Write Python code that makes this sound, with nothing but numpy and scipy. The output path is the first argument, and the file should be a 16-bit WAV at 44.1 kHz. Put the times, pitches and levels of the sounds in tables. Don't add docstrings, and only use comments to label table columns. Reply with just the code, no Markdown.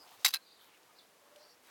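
import sys
import numpy as np
from scipy import signal
from scipy.fft import rfft, irfft, next_fast_len
from scipy.io import wavfile
from scipy.ndimage import map_coordinates

SR = 44100
rng = np.random.default_rng(int(sys.argv[2]) if len(sys.argv) > 2 else 0)


def unload_audio(sound):
    columns = np.transpose(np.atleast_2d(sound))
    steps = np.round(np.clip(columns, -1, 1) * 32767)
    wavfile.write(sys.argv[1], SR, steps.astype(np.int16))


def rack_gain(trim_db):
    fader = np.asarray(trim_db, float)
    return 10 ** (fader / 20)


N = 74970


def unit(x):
    return x / np.sqrt(np.mean(x ** 2) + 1e-20)


def along(points, hz):
    f, v = np.transpose(points)
    return np.interp(np.log(hz + 1), np.log(f + 1), v)


def filtered(x, response):
    m = next_fast_len(x.shape[-1] + 4096)
    spectrum = rfft(x, m) * response(np.fft.rfftfreq(m, 1 / SR))
    return irfft(spectrum, m)[..., :x.shape[-1]]


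def bell(centre_hz, octaves):
    return lambda hz: np.exp(-2 * (np.log2((hz + 1) / centre_hz) / octaves) ** 2)


def wobble(rate):
    knots = rng.standard_normal(int(N * rate / SR) + 4)
    return map_coordinates(knots, [np.arange(N) * rate / SR])


def window(start, length, edge):
    t = np.arange(N) / SR - start
    return np.clip(np.minimum(t, length - t) / edge + .5, 0, 1) ** 2


def echo(x, t60, count=1):
    t = np.arange(SR // 3) / SR
    tail = rng.standard_normal((count, len(t))) * rack_gain(-60 * t / t60) * (t > .002)
    return signal.fftconvolve(x[None], tail / np.linalg.norm(tail[0]), axes=1)[:, :N]


def hiss():
    # frequency in Hz, spectral level in dB per Hz.
    spectrum = [(15, -37), (25, -25), (496, -1), (569, -5.5), (652, -2.5), (858, -3.5), (1900, -8),
                (16100, -18.5), (17500, -21)]
    # frequency in Hz, left-right coherence from 0 to 1.
    alike = [(30, .78), (80, .95), (200, .995), (600, .999)]

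    def response(hz):
        turn = np.arccos(np.clip(along(alike, hz), -1, 1)) / 2
        return rack_gain(along(spectrum, hz)) * np.array([np.cos(turn), np.sin(turn)])

    mid, side = filtered(rng.standard_normal((2, N)), response)
    level_db = -65 + .5 * wobble(6)
    return rack_gain(level_db) * unit(np.array([mid + side, mid - side]))


def leaves():
    # start in seconds, length in seconds, centre in Hz, width in octaves, level in dB.
    rustles = [(0, 0.035, 380, 1, -70), (0.0084, 0.16, 865, 0.96, -63.5), (0.175, .07, 680, 1.6, -65.5),
               (0.578, 0.12, 1050, 1.2, -69), (0.676, .11, 2480, 0.89, -68), (.86, .09, 870, 0.86, -73.5),
               (1.248, 0.047, 960, 0.93, -66.5), (1.3, 0.194, 800, 1.8, -69), (1.625, .12, 1300, 2.6, -66),
               (1.678, .08, 650, .8, -66), (1.672, .08, 1800, 1, -67), (1.623, .12, 7300, 2.9, -68),
               (0, 0.35, 10000, 3.6, -66.5), (0.062, 0.15, 2800, 1.7, -64.5), (.60, 0.09, 12800, .7, -72),
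               (0.11, 0.11, 110, 0.5, -82)]
    # time in seconds, peak in dB, centre in Hz, width in octaves.
    ticks = [(.112, -55, 13500, .5), (.145, -57, 14500, .4), (.160, -60, 14500, .4), (.190, -60, 15000, .4),
             (.147, -55, 1500, 2), (.643, -54, 3000, 2), (.775, -60, 6000, 2), (.832, -58, 3000, 2),
             (1.256, -58, 1300, 2), (1.360, -49, 3300, 1.6), (1.361, -58, 9000, 1.5)]
    grains_per_s = 900
    out, t = np.zeros(N), np.arange(N) / SR
    for s, length, hz, octaves, db in rustles:
        noise = rng.standard_normal(N)
        struck = rng.random(N) < grains_per_s / SR
        grains = noise * (1 + 2.5 * struck * rng.exponential(1, N))
        level = rack_gain(db + 1.8 * wobble(40))
        out += level * window(s, length, .025) * unit(filtered(grains, bell(hz, octaves)))
    for s, db, hz, octaves in ticks:
        decay = (t > s) * np.exp(-np.abs(t - s) / .004)
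        out += rack_gain(db) * decay * unit(filtered(rng.standard_normal(N), bell(hz, octaves))) / 2
    return out


def trilling():
    # start in seconds, length in seconds, low and high pitch in Hz, level in dB.
    calls = [
        (-.05, 0.07, 4300, 5100, -61),
        (.40, 0.038, 3940, 4490, -68),
        (0.441, 0.12, 3596, 4880, -66),
        (0.582, 0.085, 2970, 4587, -68),
        (0.945, 0.027, 3800, 5740, -68),
        (1.37, 0.15, 4000, 5850, -68),
        (1.385, .02, 4000, 4700, -66),
        (1.432, .02, 4450, 4750, -64),
        (1.475, .035, 4400, 4800, -66),
        (1.655, 0.05, 3800, 4000, -67),
    ]
    sweeps_per_s = 53
    out = np.zeros(N)
    for s, length, low_hz, high_hz, db in calls:
        cycles = np.cumsum(sweeps_per_s * (1 + .4 * wobble(30))) / SR + rng.random()
        sweep = np.abs(2 * (cycles % 1) - 1)
        tone = np.sin(2 * np.pi * np.cumsum(low_hz + (high_hz - low_hz) * sweep) / SR)
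        out += rack_gain(db + 4.46 * wobble(59.6)) * window(s, length, 0.0049) * tone
    return out


def chirping():
    # time in seconds, pitch in Hz, level in dB.
    glide = [
        (.9845, 5200, -66),
        (.988, 4350, -52.5),
        (.993, 3640, -58),
        (1.0, 3400, -59),
        (1.006, 3810, -63),
        (1.011, 4600, -60),
        (1.014, 5070, -70),
    ]
    t = np.arange(N) / SR
    s, hz, db = np.transpose(glide)
    phase = 2 * np.pi * np.cumsum(np.interp(t, s, hz)) / SR
    return rack_gain(np.interp(t, s, db, -150, -150)) * np.sin(phase)


def cooing():
    # centre in seconds, pitch in Hz, peak in dB.
    puffs = [
        (1.14, 570, -72),
        (1.166, 564.4, -69.5),
        (1.228, 573, -65.5),
        (1.274, 573, -66),
        (1.331, 586, -58.5),
        (1.372, 590, -55),
        (1.417, 604, -58),
        (1.463, 594, -64.5),
        (.905, 1237, -66),
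    ]
    t, puff_s = np.arange(N) / SR, 0.012
    out = np.zeros(N)
    for s, hz, db in puffs:
        out += rack_gain(db) * np.exp(-.5 * ((t - s) / puff_s) ** 2) * np.sin(2 * np.pi * hz * t)
    return out


def birds():
    grove_t60 = 0.2
    trills, chirp = trilling(), chirping()
    chirp = chirp + rack_gain(-9) * np.roll(chirp, round(.007 * SR))
    chirp = chirp + rack_gain(-4) * echo(chirp, grove_t60)[0]
    return rack_gain(-9) * trills + echo(trills, grove_t60)[0] + chirp + cooing()


def ring(scrape, modes, t60s, low_db):
    low_modes_hz, scatter_db = 2400, 2.5
    t = np.arange(SR // 8) / SR
    hz, db, t60 = np.column_stack([modes, t60s]).T[:, :, None]
    db = db + low_db * (hz < low_modes_hz) + scatter_db * rng.standard_normal(hz.shape)
    impulse = rack_gain(-60 * t / t60) * np.sin(2 * np.pi * hz * t)
    each = signal.fftconvolve(scrape[None], impulse, axes=1)
    return np.sum(rack_gain(db) * each / np.abs(each).max(axis=1, keepdims=True), axis=0)


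def rattle(contacts, modes, t60s, crack_db):
    # frequency in Hz, crack level in dB.
    crack_spectrum = [(600, -54), (1100, -7.5), (2000, -7), (4000, 4.5), (7600, -5.5), (12000, 1),
                      (16500, -5.5), (18000, -29)]
    out, t = np.zeros(N + SR), np.arange(SR // 40) / SR
    for s, db, ms, bright_db, low_db in contacts:
        shape = np.exp(-(1000 * t / ms) ** 3) * (1 - np.exp(-t / .0002))
        tone = ring(shape * rng.standard_normal(len(t)), modes, t60s, low_db)
        noise = filtered(rng.standard_normal(len(t)), lambda hz: rack_gain(along(crack_spectrum, hz)))
        crack = shape * unit(noise)
        first = round(s * SR)
        out[first:][:len(tone)] += rack_gain(db) * tone / np.abs(tone).max()
        out[first:][:len(t)] += rack_gain(db + crack_db + bright_db) * crack / 2
    return out[:N]


def rings():
    # start in seconds, frequency in Hz, peak in dB, rise in seconds, T60 in seconds.
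    lone_modes = [(.2476, 3907, -19, .0006, .045), (.2476, 4700, -19, .0005, .01),
                  (.2478, 6110, -23, .001, .035), (.2480, 7340, -29, .002, .04),
                  (.2475, 830, -39, .002, .03), (.2500, 1220, -32, .003, .04),
                  (.2602, 2120, -14, .0012, .012), (.2606, 5070, -14, .001, .010),
                  (.2606, 4000, -15, .001, .009), (.2678, 3950, -22, .001, .012),
                  (.2690, 2720, -37, .002, .05), (.2740, 5000, -33, .0015, .015),
                  (.2990, 6500, -50, .002, .03), (.3335, 6250, -36, .001, .009),
                  (.3335, 1250, -42, .001, .02), (.3382, 1586, -36, .002, .1),
                  (.3381, 4060, -19, .001, .012), (.3383, 5280, -24, .001, .016),
                  (.3442, 4000, -24, .001, .010), (.3450, 5000, -30, .001, .012),
                  (.3518, 3990, -20, .0016, .012), (.3518, 5050, -32, .001, .012),
                  (.3584, 4060, -28, .0012, .010), (.3638, 4100, -35, .0015, .012),
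                  (.3690, 4250, -34, .001, .009)]
    out, t = np.zeros(N + SR), np.arange(SR // 5) / SR
    for s, hz, db, rise, t60 in lone_modes:
        swell = 1 - np.exp(-(t / rise) ** 2)
        out[round(s * SR):][:len(t)] += rack_gain(db - 60 * t / t60) * swell * np.sin(2 * np.pi * hz * t)
    return out[:N]


def shears():
    # start in seconds, end in seconds.
    squeeze = (.195, .245)
    # time in seconds, peak in dB, scrape length in ms,
    # crack over ring in dB, wood (low-mode) share in dB.
    cut = [(.2455, -27, 2.2, 0, -3), (.2475, -10, 1.2, -2, -8), (.2497, -14, 1.5, 1, -6),
           (.2520, -17, 2.5, -5, 0), (.2548, -16, 2, -3, -2), (.2570, -20, 2, 0, -2),
           (.2600, -18, 1.5, -1, 0), (.2612, -14, 1.1, 1, -3), (.2642, -19, 2.2, 4, -4),
           (.2675, -20, 2.2, 1, 1), (.2708, -28, 3, -2, 0), (.2740, -25, 2.5, -4, -2),
           (.2770, -31, 3, -3, 0), (.2808, -25, 2, 3, -2), (.2830, -29, 3, 4, -2), (.2870, -28, 4, 3, -3),
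           (.2918, -33, 2, -5, -3), (.2960, -41, 4, -3, 0), (.3010, -40, 4, -4, -3),
           (.3065, -34, 2.5, 0, -3), (.3120, -42, 4, 0, 0)]
    # as for the cut, with the low-mode share in dB last.
    rebound = [(.3262, -49, 3, -4, -3), (.3306, -42, 1.5, -3, 3), (.3335, -45, 2.5, 3, 6),
               (.3380, -23, 2.0, -1, 0), (.3410, -31, 2, 9, 0), (.3428, -29, 1.5, 9, 0),
               (.3442, -24, 2, 2, 0), (.3470, -34, 2.5, 0, 0), (.3517, -31, 3, -1, 3),
               (.3583, -34, 2.2, -4, -3), (.3638, -39, 3, -6, -5), (.3665, -39, 2, -8, -5),
               (.3690, -39, 2, -6, -5)]
    # frequency in Hz, level in dB.
    closed = [(620, -55), (830, -14), (1219, -17), (1615, -24), (2143, -4), (2720, -4), (3400, -19),
              (3908, 6), (4648, 6.5), (5068, 1.5), (6090, 1.5), (7280, 0.5), (8500, -15), (11600, 2)]
    closed_t60 = [.02, .025, .025, .015, .012, .014, .012, .022, .014, .012, .014, .01, .008, .009]
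    # frequency in Hz, level in dB.
    free = [(900, -26), (1099, -23), (1586, -21), (2258, -17), (2648, -1.5), (3499, -10), (3838, -3),
            (4080, 9.5), (4400, -5), (4700, -2), (5270, -29), (6014, -9), (8076, -11), (10610, -2.5)]
    free_t60 = [.025, .025, .085, .03, .03, .02, .012, .011, .009, .011, .013, .02, .015, .008]

    start, end = squeeze
    creep = unit(filtered(rng.standard_normal(N), bell(4200, 1.5))) * window(start, end - start, 0.0067)
    steel = rack_gain(-1.5) * rattle(cut, closed, closed_t60, crack_db=-0.5)
    steel = steel + rack_gain(3.5) * rattle(rebound, free, free_t60, crack_db=-5)
    no_bass = signal.butter(8, 820, "high", fs=SR, output="sos")
    t = np.arange(N) / SR - cut[1][0]
    swell = np.clip(t / 0.0024, 0, None) ** 2 * np.exp(-np.abs(t) / 0.0021)
    knock = rack_gain(-42) * swell * np.sin(2 * np.pi * 430 * t)
    return rack_gain(-63) * creep + knock + rings() + signal.sosfilt(no_bass, steel)


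def scene():
    steel = shears()
    near, side = echo(steel, t60=.04, count=2)
    side = rack_gain(-31.5) * filtered(side, bell(6400, 1.16))
    far = echo(steel, t60=.3)
    tool = steel + rack_gain(-19) * near + rack_gain(-33) * far + side * [[1], [-1]]
    return tool + birds() + leaves() + hiss()


def band_limit(x):
    return signal.sosfilt(signal.butter(12, 18000, fs=SR, output="sos"), x)


def record(dry):
    mix = filtered(dry, lambda hz: np.clip((18000 - hz) / 900, 0, 1))
    return band_limit(mix)


dry = scene()
out = record(dry)
unload_audio(out)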